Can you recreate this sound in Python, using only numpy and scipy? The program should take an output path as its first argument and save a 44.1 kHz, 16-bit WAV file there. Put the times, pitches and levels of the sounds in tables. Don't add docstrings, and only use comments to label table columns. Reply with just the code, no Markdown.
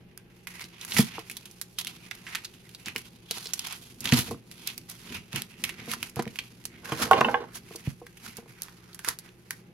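import sys
import numpy as np
from scipy import signal
from scipy.fft import rfft, irfft
from scipy.io import wavfile

SR = 44100
rng = np.random.default_rng(int(sys.argv[2]) if len(sys.argv) > 2 else 0)


def generate_wav(sig):
    pcm = np.round(np.clip(np.atleast_2d(sig).T, -1, 1) * 32767).astype(np.int16)
    wavfile.write(sys.argv[1], SR, pcm)


N = 429093

# (frequency [Hz], mean level [dB rms])
FRIDGE_HUM = [(118.4, -62.5), (177.6, -62), (360.7, -75), (818.3, -80)]
# (frequency [Hz], relative level [dB per Hz])
AIR_SHAPE = [(15, -30.5), (25, 9.5), (70, -2.5), (111, -4.5), (177, 6.5), (280, -8.5), (349, 1.5),
             (600, -14.5), (809, -16.5), (1390, -20.5), (2600, -16.5), (7920, -42.5), (10700, -29),
             (15200, -37), (16500, -59)]
AIR_DB = -56.5
# (frequency [Hz], likeness [below 0 counts as 0])
AIR_LIKENESS = [(60, 0.83), (180, 0.89), (550, 0.59), (1650, -0.38), (4970, -1.48), (15000, -0.76)]
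ROOM_T60_S, ROOM_DB, WALL_CUT_HZ = 0.18, -8.5, 6100

# (frequency [Hz], relative level [dB], free time to fall 60 dB [s])
TABLE_MODES = [(86, -29, 0.11), (132, 2.5, 0.12), (223, 4, 0.086), (242.6, 1, 0.099), (340, -2.5, 0.082),
               (459, -2, 0.14), (674, -8.5, 0.1), (761, -4, 0.046), (1049, 6.5, 0.0097),
               (1066, -9.5, 0.097)]
TABLE_BORDERS_HZ = [170, 300]
# (time [s], peak level [dB],
# middle tones [dB], upper tones [dB], share of free ring time [0-1])
TABLE_BLOWS = [(0.989, -16, 5, -4.5, 0.73), (1.033, -50, 15, -6, 0.88), (1.17, -55, 3, 4, 0.45),
               (1.182, -49, -16, 19.5, 0.81), (2.956, -53, 14, 19.5, 0.59), (3.308, -47, 11, 11, 0.5),
               (3.371, -54.5, 4, 16, 0.52), (3.457, -48.5, -8, 5.5, 0.64), (4.122, -15.5, 3, -8.5, 0.91),
               (4.142, -28, -20, -26, 0.73), (4.186, -21, -6, -27, 0.29), (4.28, -46, 8, 5, 1),
               (4.311, -48.5, 13, 19.5, 0.78), (4.345, -47, 6, 9.5, 1), (5.339, -29, -21, -19, 0.93),
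               (5.815, -39, -6, -9, 0.83), (5.876, -47, 11, 6.5, 1), (5.964, -40, 8.5, -3, 0.75),
               (6.167, -30.5, -5, -4.5, 1), (6.192, -32, 10, 13, 0.66), (6.265, -29.5, 8, -3.5, 0.59),
               (6.92, -22.5, -15, -1.5, 1), (7.205, -29.5, 6, -1, 1), (7.252, -44.5, 18.5, 14, 0.96),
               (7.708, -51.5, 5, 13.5, 0.44), (7.749, -54, -11, 12.5, 1), (7.874, -19, -13, -39, 0.51),
               (7.912, -38, -5, -20, 0.55), (8.016, -53, -8, 12.5, 0.83), (8.384, -58.5, 18, 21, 0.52),
               (8.425, -54.5, 10, 8, 0.51), (8.46, -58, 8, 7, 0.76), (9.075, -55.5, 10, 17, 0.69)]

# (frequency [Hz], relative level [dB], free time to fall 60 dB [s])
KNIFE_MODES = [(473.5, 5, 0.15), (550, 2.5, 0.064), (634, 10.5, 0.036), (793, -3.5, 0.13), (810, -3, 0.042),
               (873, -4, 0.14), (970, -12, 0.051), (1036, -0.5, 0.082), (1075, 6, 0.048),
               (1296, -10.5, 0.07), (1440, -8.5, 0.068), (1493, -1.5, .07), (1673, -9, 0.058),
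               (1820, -13.5, 0.096), (2060, -0.5, 0.036), (2434, -8.5, 0.07), (2780, -1, 0.037),
               (3040, -4, 0.046), (3450, -13, 0.063), (3840, -17, 0.037)]
KNIFE_DEEP_HZ, KNIFE_BRIGHT_HZ = 700, 1900
# (time [s], peak level [dB],
# bright tones [dB], deep tones [dB], share of free ring time [0-1])
KNIFE_KNOCKS = [(6.92, -23, 3.5, -15, 0.84), (7.111, -4, -12.5, -11.5, 0.66), (7.132, -11.5, 5, -13, 0.48),
                (7.169, -19, -1, -11.5, 0.52), (7.211, -4.5, -9.5, -11, 0.36),
                (7.246, -13.5, 2.5, -18, 0.62), (7.284, -16, -9.5, -12, 1), (7.342, -8.5, -6, -13, 0.72),
                (7.428, -32, -29, -12, 0.46), (7.439, -30.5, -24, 1, 0.6)]
# (time [s], level [dB])
KNIFE_DRAG = [(6.83, -54), (7.174, -27), (7.5, -50.5)]
GRIP_DETUNE = 0.025

# (time [s], frequency [Hz])
HAND_HOLLOW = [(0.0, 2050), (1.9, 3060), (2.22, 2150), (3.3, 3340), (6.07, 2280), (6.18, 1430),
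               (6.42, 3030), (7.04, 1430), (7.5, 1440), (7.61, 2470), (8.5, 1970), (8.68, 1560),
               (9.1, 1540), (9.29, 1760), (9.73, 1830)]
# (frequency [Hz], relative level [dB per Hz])
BODY_SHAPE = [(410, -38.5), (700, -2), (844, -1), (961, 2.5), (1100, 0.5), (1480, 0.5), (1750, -2.5),
              (2510, 0), (2830, -1), (4520, -5.5), (6500, -10), (8450, -37.5), (14300, -120)]
# (frequency [Hz], relative level [dB per Hz])
TREBLE_SHAPE = [(2650, -27.5), (4500, -10.5), (6880, -11), (7670, -14), (11500, -6), (15400, -22),
                (16100, -19), (16500, -63)]
# (peak time [s], body [dB], treble [dB], table shake [dB], swell [s], fade [s])
RUSTLE_STROKES = [(.479, -51.5, -50.5, -55, 0.01, 0.17), (.629, -43.5, -45, -47, 0.12, 0.068),
                  (.986, -27, -23.5, -27.5, 0.092, 0.062), (1.181, -43, -53, -46, 0.39, 0.086),
                  (1.309, -56.5, -57.5, -58, 0.3, 0.65), (1.798, -39, -36, -71, 0.022, 0.037),
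                  (1.866, -48, -52.5, -52, 0.025, 0.53), (2.335, -46, -52, -81, 0.25, 0.26),
                  (2.871, -36, -45, -39, 0.02, 0.065), (2.971, -49, -49, -47, 0.062, 0.16),
                  (3.374, -40.5, -41.5, -52, 0.099, 0.17), (3.542, -102, -48, -73, 0.017, 0.9),
                  (3.65, -42, -51, -63, 0.16, 0.16), (3.73, -39, -61, -67, 0.11, 0.048),
                  (4.051, -34.5, -44, -34, 0.049, 0.23), (4.137, -23.5, -26.5, -22, 0.019, 0.12),
                  (4.215, -37, -32, -34, 0.089, 0.05), (4.326, -52, -50, -26.5, 0.081, 0.05),
                  (4.681, -48.5, -48.5, -63, 0.18, 0.19), (4.909, -48.5, -49, -75, 0.061, 0.22),
                  (5.128, -41, -46.5, -35.5, 0.093, 0.12), (5.36, -35.5, -41, -33, 0.049, .1),
                  (5.647, -46.5, -49, -39.5, 0.13, 0.14), (5.929, -36.5, -37.5, -37, 0.094, .06),
                  (6.044, -46, -45.5, -40, .06, 0.078), (6.17, -45, -55, -50, 0.015, 0.16),
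                  (6.24, -52, -66, -40, 0.069, 0.2), (6.378, -53, -54, -53, 0.16, 0.32),
                  (6.655, -69, -52.5, -63, .03, 0.087), (6.849, -41, -44, -59, 0.0045, 0.13),
                  (6.92, -39, -65, -48.5, 0.07, 0.22), (7.03, -27.5, -32, -24.5, 0.086, 0.075),
                  (7.124, -33.5, -51, -31, 0.016, 0.24), (7.32, -49.5, -54, -37.5, 0.92, 0.09),
                  (7.559, -42, -37.5, -65, 0.021, 0.04), (7.766, -52, -53, -59.5, 0.33, 0.11),
                  (7.89, -51.5, -52, -52, 0.25, 0.086), (8.267, -45.5, -47.5, -44, 0.081, 0.1),
                  (8.39, -48.5, -54, -52, 0.084, 0.033), (8.505, -57, -55.5, -47, 0.057, 0.055),
                  (8.626, -53.5, -57, -70, 0.053, 0.24), (9.091, -33.5, -33.5, -39, 0.048, 0.044),
                  (9.267, -57, -65, -54, 0.12, 0.11), (9.516, -56, -51, -46, 0.024, .1)]
STROKE_RANGE_DB = 20
# (time [s], body [dB], treble [dB], table shake [dB])
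HANDLING_RUSTLE = [(0, -68.5, -80, -52.5), (.45, -66.5, -69, -67), (.75, -55.5, -65, -74),
                   (1.7, -71, -63.5, -66), (2.05, -83, -71, -55), (2.75, -63, -62, -58),
                   (3.2, -64.5, -66, -59), (3.9, -59, -120.5, -51.5), (4.45, -69, -83, -52),
                   (5.05, -70, -75, -53.5), (5.5, -82, -66, -59), (5.8, -48, -59, -44),
                   (6.8, -102, -90.5, -73.5), (7.5, -71.5, -77, -47.5), (8.1, -67, -64, -65),
                   (8.85, -60, -68, -62), (9.45, -70, -70, -70), (9.73, -68, -77, -51)]
# (time [s], peak level [dB], body pitch [Hz], treble level [dB], time for the body to fall 60 dB [s])
SNAP_EVENTS = [(0.1758, -34.5, 1430, -37.5, 0.013), (0.4711, -22.5, 2100, -36.5, 0.04),
               (0.595, -27, 2310, -45, 0.03), (0.6126, -24, 4860, -51, 0.049),
               (0.6415, -25.5, 4530, -55, 0.018), (0.8124, -25.5, 3730, -46, 0.051),
               (0.8488, -30, 1510, -31.5, 0.025), (0.9205, -13.5, 3140, -41, 0.047),
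               (0.966, -12, 2260, -35, 0.053), (0.985, -12, 2110, -21.5, 0.057),
               (1.008, -24, 1880, -25, 0.021), (1.1925, -29, 2680, -42, 0.024),
               (1.2984, -22.5, 2540, -38, 0.039), (1.3131, -29, 2650, -34.5, 0.04),
               (1.3682, -25, 3850, -31, 0.027), (1.456, -31, 3000, -42, 0.044),
               (1.512, -42, 5560, -42.5, 0.025), (1.6141, -28, 2120, -27.5, 0.036),
               (1.7858, -16, 3830, -26.5, 0.045), (1.8, -20, 3300, -43, 0.015),
               (1.812, -23, 3360, -41, 0.023), (1.848, -19, 3380, -35, 0.013),
               (1.8702, -15.5, 3080, -32, 0.04), (2.1115, -21, 2130, -61, 0.031),
               (2.152, -41, 3500, -44, 0.02), (2.2668, -28.5, 1970, -63, 0.092),
               (2.3497, -15.5, 2320, -34, 0.058), (2.3541, -10, 2080, -36.5, 0.012),
               (2.4464, -23, 4220, -40, 0.054), (2.54, -37, 3500, -64, 0.02),
               (2.692, -37, 3020, -49, 0.019), (2.7482, -26.5, 3940, -46.5, 0.028),
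               (2.8596, -19, 4160, -47, 0.036), (2.8838, -18.5, 2320, -32.5, 0.015),
               (2.9614, -10.5, 2450, -35, 0.031), (2.9806, -30, 4330, -31.5, 0.021),
               (3.3101, -12.5, 3540, -26.5, 0.035), (3.4433, -32, 4330, -45, 0.045),
               (3.457, -23.5, 4030, -45, 0.049), (3.4698, -19, 4670, -49, 0.021),
               (3.5348, -10.5, 6000, -20.5, 0.024), (3.5931, -14.5, 4360, -31, 0.021),
               (3.6703, -25, 3800, -36, 0.035), (3.7252, -35, 2430, -34, 0.024),
               (4.0056, -34, 5200, -32.5, 0.039), (4.043, -21.5, 2300, -34.5, 0.05),
               (4.0557, -10.5, 3270, -31, 0.018), (4.075, -12.5, 3180, -42, 0.03),
               (4.091, -12, 3180, -41, 0.023), (4.1227, -5, 2410, -38, 0.053),
               (4.189, -13, 2780, -26.5, 0.096), (4.3105, -40, 5750, -38.5, 0.022),
               (4.514, -30.5, 3000, -44, 0.081), (4.6742, -19, 4070, -24.5, 0.018),
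               (4.7788, -32, 2210, -33, 0.024), (4.8986, -41, 4070, -34.5, 0.024),
               (4.9137, -43, 4090, -40, 0.024), (5.33, -20, 2740, -48, 0.017),
               (5.3599, -16.5, 2790, -26, 0.014), (5.4204, -18, 2980, -30.5, 0.012),
               (5.6388, -11.5, 2500, -28.5, 0.059), (5.642, -13, 2320, -46, 0.035),
               (5.692, -20, 2200, -38.5, 0.056), (5.9156, -18, 2480, -28.5, 0.026),
               (5.9356, -18.5, 1300, -27, 0.023), (6.0286, -13.5, 2360, -25.5, 0.016),
               (6.0966, -38, 5800, -40, 0.021), (6.1594, -30.5, 2440, -38, 0.021),
               (6.1934, -19, 1000, -52, 0.055), (6.2236, -31, 860, -39, 0.029),
               (6.255, -29, 2200, -58, 0.016), (6.2768, -29, 2460, -47, 0.024),
               (6.358, -24.5, 2650, -44, 0.05), (6.3886, -13.5, 2760, -37, 0.038),
               (6.64, -37, 2950, -53, 0.024), (6.6539, -29, 2400, -29.5, 0.032),
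               (6.9206, -22, 1260, -37.5, 0.064), (7.0208, -20, 1350, -38, 0.06),
               (7.1115, -6.5, 970, -32, 0.056), (7.1315, -17, 1570, -47, 0.035),
               (7.2088, -9, 960, -44, 0.035), (7.546, -35, 3120, -54, 0.022),
               (7.759, -27, 5400, -30, 0.021), (8.0664, -32.5, 1790, -47.5, 0.024),
               (8.17, -38, 2500, -50, 0.062), (8.263, -30, 1520, -57, 0.027),
               (8.3689, -36, 4740, -38, 0.048), (8.6205, -32.5, 5700, -26.5, 0.011),
               (8.6324, -33, 4100, -34, 0.029), (8.6835, -34, 1520, -60, 0.023),
               (8.9314, -33.5, 3700, -47, 0.022), (8.9463, -39, 1670, -42, 0.045),
               (8.9912, -28.5, 1650, -36.5, 0.035), (9.0466, -21, 1820, -34, 0.041),
               (9.087, -18, 1460, -18.5, 0.025), (9.188, -53, 1720, -37, 0.039),
               (9.29, -39, 2500, -64, 0.019), (9.5076, -16, 1860, -25.5, 0.018)]

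CUTOFF_HZ = 17000


def amp(db):
    return 10 ** (np.asarray(db) / 20)


def rms_one(x):
    return x / np.sqrt(np.mean(x ** 2) + 1e-20)


def in_time(rows):
    s, *columns = np.transpose(rows)
    return [np.interp(np.arange(N) / SR, s, column) for column in columns]


def at_hz(points):
    hz, value = np.transpose(points)
    grid_hz = np.arange(N // 2 + 1) * SR / N
    return np.interp(np.log(grid_hz + 1), np.log(hz), value)


def colour(x, shape):
    return rms_one(irfft(rfft(x) * amp(at_hz(shape)), N))


def band_pass(x, order, low_hz, high_hz):
    return signal.sosfilt(signal.butter(order, [low_hz, high_hz], "band", fs=SR, output="sos"), x)


def drift(rate_hz):
    r = np.exp(-80 * np.pi * rate_hz / SR)
    noise = rng.standard_normal(N // 40 + 2002)
    slow = signal.lfilter([1], [1, -2 * r, r * r], noise)[2000:]
    return np.interp(np.arange(N) / 40, np.arange(len(slow)), rms_one(slow))


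def place(x, pan_db, lag):
    turn = np.exp(-2j * np.pi * lag * np.arange(N // 2 + 1) / N)
    late = irfft(rfft(x) * turn, N)
    return np.array([late * amp(pan_db / 2), x * amp(-pan_db / 2)])


def air():
    mid, side = rfft(rng.standard_normal((2, N))) * amp(at_hz(AIR_SHAPE))
    alike = np.clip(at_hz(AIR_LIKENESS), 0, 1)
    noise = irfft(np.sqrt(1 + alike) * mid + np.sqrt(1 - alike) * side * [[1], [-1]], N)
    t = np.arange(N) / SR
    hum = 0
    for hz, db in FRIDGE_HUM:
        height = np.sqrt(2) * amp(db + 0.87 * drift(2))
        hum = hum + height * np.sin(2 * np.pi * hz * t + 1.5 * drift(2.04))
    return amp(AIR_DB) * rms_one(noise) + hum


def kitchen(x):
    t = np.arange(int(.5 * SR)) / SR
    tail = rng.standard_normal((2, len(t))) * amp(-60 * t / ROOM_T60_S) * (t > .003)
    tail = tail / np.sqrt(np.sum(tail[0] ** 2))
    tail = signal.lfilter(*signal.butter(1, WALL_CUT_HZ, fs=SR), tail)
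    return amp(ROOM_DB) * signal.fftconvolve(tail, x[None])[:, :N]


def ring(force, hz, t60):
    r, w = amp(-60 / (t60 * SR)), 2 * np.pi * hz / SR
    return signal.lfilter([0, np.sin(w)], [1, -2 * r * np.cos(w), r * r], force + 1e-18)


def rubbed(modes, level_db, judder_db):
    force = rng.standard_normal(N) * amp(judder_db * drift(44.5))
    sound = sum(amp(db) * ring(force, hz, 0.48 * t60) for hz, db, t60 in modes)
    return amp(level_db) * rms_one(sound)


def struck(rows, modes, group, base_db, spread_db, contact_s, chatter):
    hz, level_db, t60 = np.transpose(modes)[:, :, None]
    t, touch = np.arange(int(.25 * SR)) / SR, np.arange(int(.03 * SR)) / SR
    out = np.zeros(N + SR)
    signs = (-1.) ** np.arange(len(modes))[:, None]
    for s, peak_db, *group_db, ring_share in rows:
        group_gain_db = np.array([0, *group_db])[group][:, None]
        strength_db = level_db + group_gain_db + spread_db * rng.standard_normal(hz.shape)
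        fall = amp(strength_db - 60 * t / (t60 * ring_share))
        held_hz = hz * (1 + GRIP_DETUNE * rng.standard_normal(hz.shape))
        tones = np.sum(signs * fall * np.sin(2 * np.pi * held_hz * t), axis=0)
        force = chatter * rng.standard_normal(len(touch)) * amp(-60 * touch / contact_s)
        force[0] = 1
        blow = signal.fftconvolve(tones, force) / np.sqrt(np.sum(force ** 2))
        i = int(s * SR)
        out[i:i + len(blow)] += amp(peak_db + base_db) * blow
    return out[:N]


def table_top(shake_db):
    group = np.digitize(np.array(TABLE_MODES)[:, 0], TABLE_BORDERS_HZ)
    sound = struck(TABLE_BLOWS, TABLE_MODES, group, base_db=-1, spread_db=2.0, contact_s=0.013, chatter=0.055)
    sound = sound + rubbed(TABLE_MODES[:5], shake_db - 5.0, judder_db=2.5)
    return band_pass(sound, 2, 70, 1500)


def knife():
    hz = np.array(KNIFE_MODES)[:, 0]
    group = (hz > KNIFE_BRIGHT_HZ) + 2 * (hz < KNIFE_DEEP_HZ)
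    sound = struck(KNIFE_KNOCKS, KNIFE_MODES, group, base_db=-7.5, spread_db=3.0, contact_s=0.018, chatter=0.09)
    t = np.arange(N) / SR
    dragging = (t > KNIFE_DRAG[0][0]) * (t < KNIFE_DRAG[-1][0])
    sound = sound + dragging * rubbed(KNIFE_MODES, in_time(KNIFE_DRAG)[0], judder_db=5)
    return signal.lfilter(*signal.butter(2, 250, "high", fs=SR), sound)


def handling():
    t = np.arange(0, N, 32) / SR
    s, *peak_db, swell, fade = np.transpose(RUSTLE_STROKES)[:, :, None]
    away = np.maximum((s - t) / np.maximum(swell, .005), (t - s) / np.maximum(fade, .005))
    power = amp(2 * np.array(peak_db)[:, :, 0]) @ amp(-2 * STROKE_RANGE_DB * away)
    power = [np.interp(np.arange(N) / SR, t, p) for p in power]
    background_power = amp(2 * np.array(in_time(HANDLING_RUSTLE)))
    return 10 * np.log10(power + background_power)


def hollow(x, lift_db, width):
    out, log_hz = x.copy(), np.log(in_time(HAND_HOLLOW)[0])
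    for hz in np.geomspace(1300, 4200, num=6):
        nearness = np.exp(-((log_hz - np.log(hz)) / 0.27) ** 2)
        lift = amp(lift_db + 6.5 * drift(5.3))
        out += lift * nearness * band_pass(x, 1, hz / (1 + width), hz * (1 + width))
    return rms_one(out)


def rustle(body_db, treble_db, per_s, uneven_db, clump_db, crumple_s, hiss, alike):
    born = rng.random(N) < per_s * amp(clump_db * drift(25)) / SR
    grains = born * amp(uneven_db * np.minimum(rng.exponential(1, N), 4))
    crumple = signal.lfilter([1], [1, -amp(-60 / (crumple_s * SR))], grains)
    shared, *own = (rms_one(crumple) + hiss) * rng.standard_normal((3, N))
    both = alike * place(shared, 0, 1.5) + (1 - alike) * np.array(own)
    body = amp(body_db) * hollow(colour(both, BODY_SHAPE), 2.2, 0.11)
    treble = amp(treble_db) * colour(both, TREBLE_SHAPE)
    return (body + treble) * amp([[-2.1], [2.1]])


def snaps(width, chatter_db, break_db, body_db, treble_db, alike, pan_db):
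    size = 2048
    out, t = np.zeros((2, N + size)), np.arange(size) / SR
    bright = colour(rng.standard_normal((2, N)), TREBLE_SHAPE)
    for s, peak_db, hz, top_db, t60 in SNAP_EVENTS:
        i = int(s * SR)
        shared, *own = rng.standard_normal((3, size))
        shared = np.array([np.roll(shared, rng.integers(0, 4)), shared])
        white = alike * shared + (1 - alike) * np.array(own)
        slips = np.clip(rng.standard_normal(size // 32), -2, 1)
        ragged = amp(chatter_db * np.repeat(slips, 32))
        ragged *= 1 + amp(break_db - 60 * t / 0.0023)
        body = band_pass(white * ragged * amp(-60 * t / t60), 1, hz / (1 + width), hz * (1 + width))
        body = signal.lfilter(*signal.butter(2, 700, "high", fs=SR), body)
        crack = bright[:, (i + np.arange(size)) % N] * ragged * amp(-60 * t / (1.27 * t60))
        burst = amp(peak_db + body_db) * body / np.abs(body).max() + amp(top_db + treble_db) * crack
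        side_db = pan_db + 1.8 * rng.standard_normal()
        out[:, i:i + size] += amp([[side_db / 2], [-side_db / 2]]) * burst
    return out[:, :N]


def scene():
    body_db, treble_db, shake_db = handling()
    table = table_top(shake_db)
    near = place(table, -0.57, 0) + place(knife(), -4.5, 3.8)
    near = near + rustle(body_db, treble_db, per_s=800, uneven_db=3.0, clump_db=3, crumple_s=0.024,
                         hiss=0.3, alike=0.4)
    near = near + snaps(width=0.24, chatter_db=3.5, break_db=3.65, body_db=-2.2, treble_db=-2.0,
                        alike=0.79, pan_db=-4.5)
    echo = kitchen(near.mean(axis=0) - 0.36 * table)
    return near + echo + air()


def record(dry):
    heard = signal.lfilter(*signal.butter(3, 45, "high", fs=SR), dry)
    heard = np.tanh(heard)
    return signal.sosfilt(signal.cheby2(16, 90, CUTOFF_HZ, fs=SR, output="sos"), heard)


dry = scene()
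out = record(dry)
generate_wav(out)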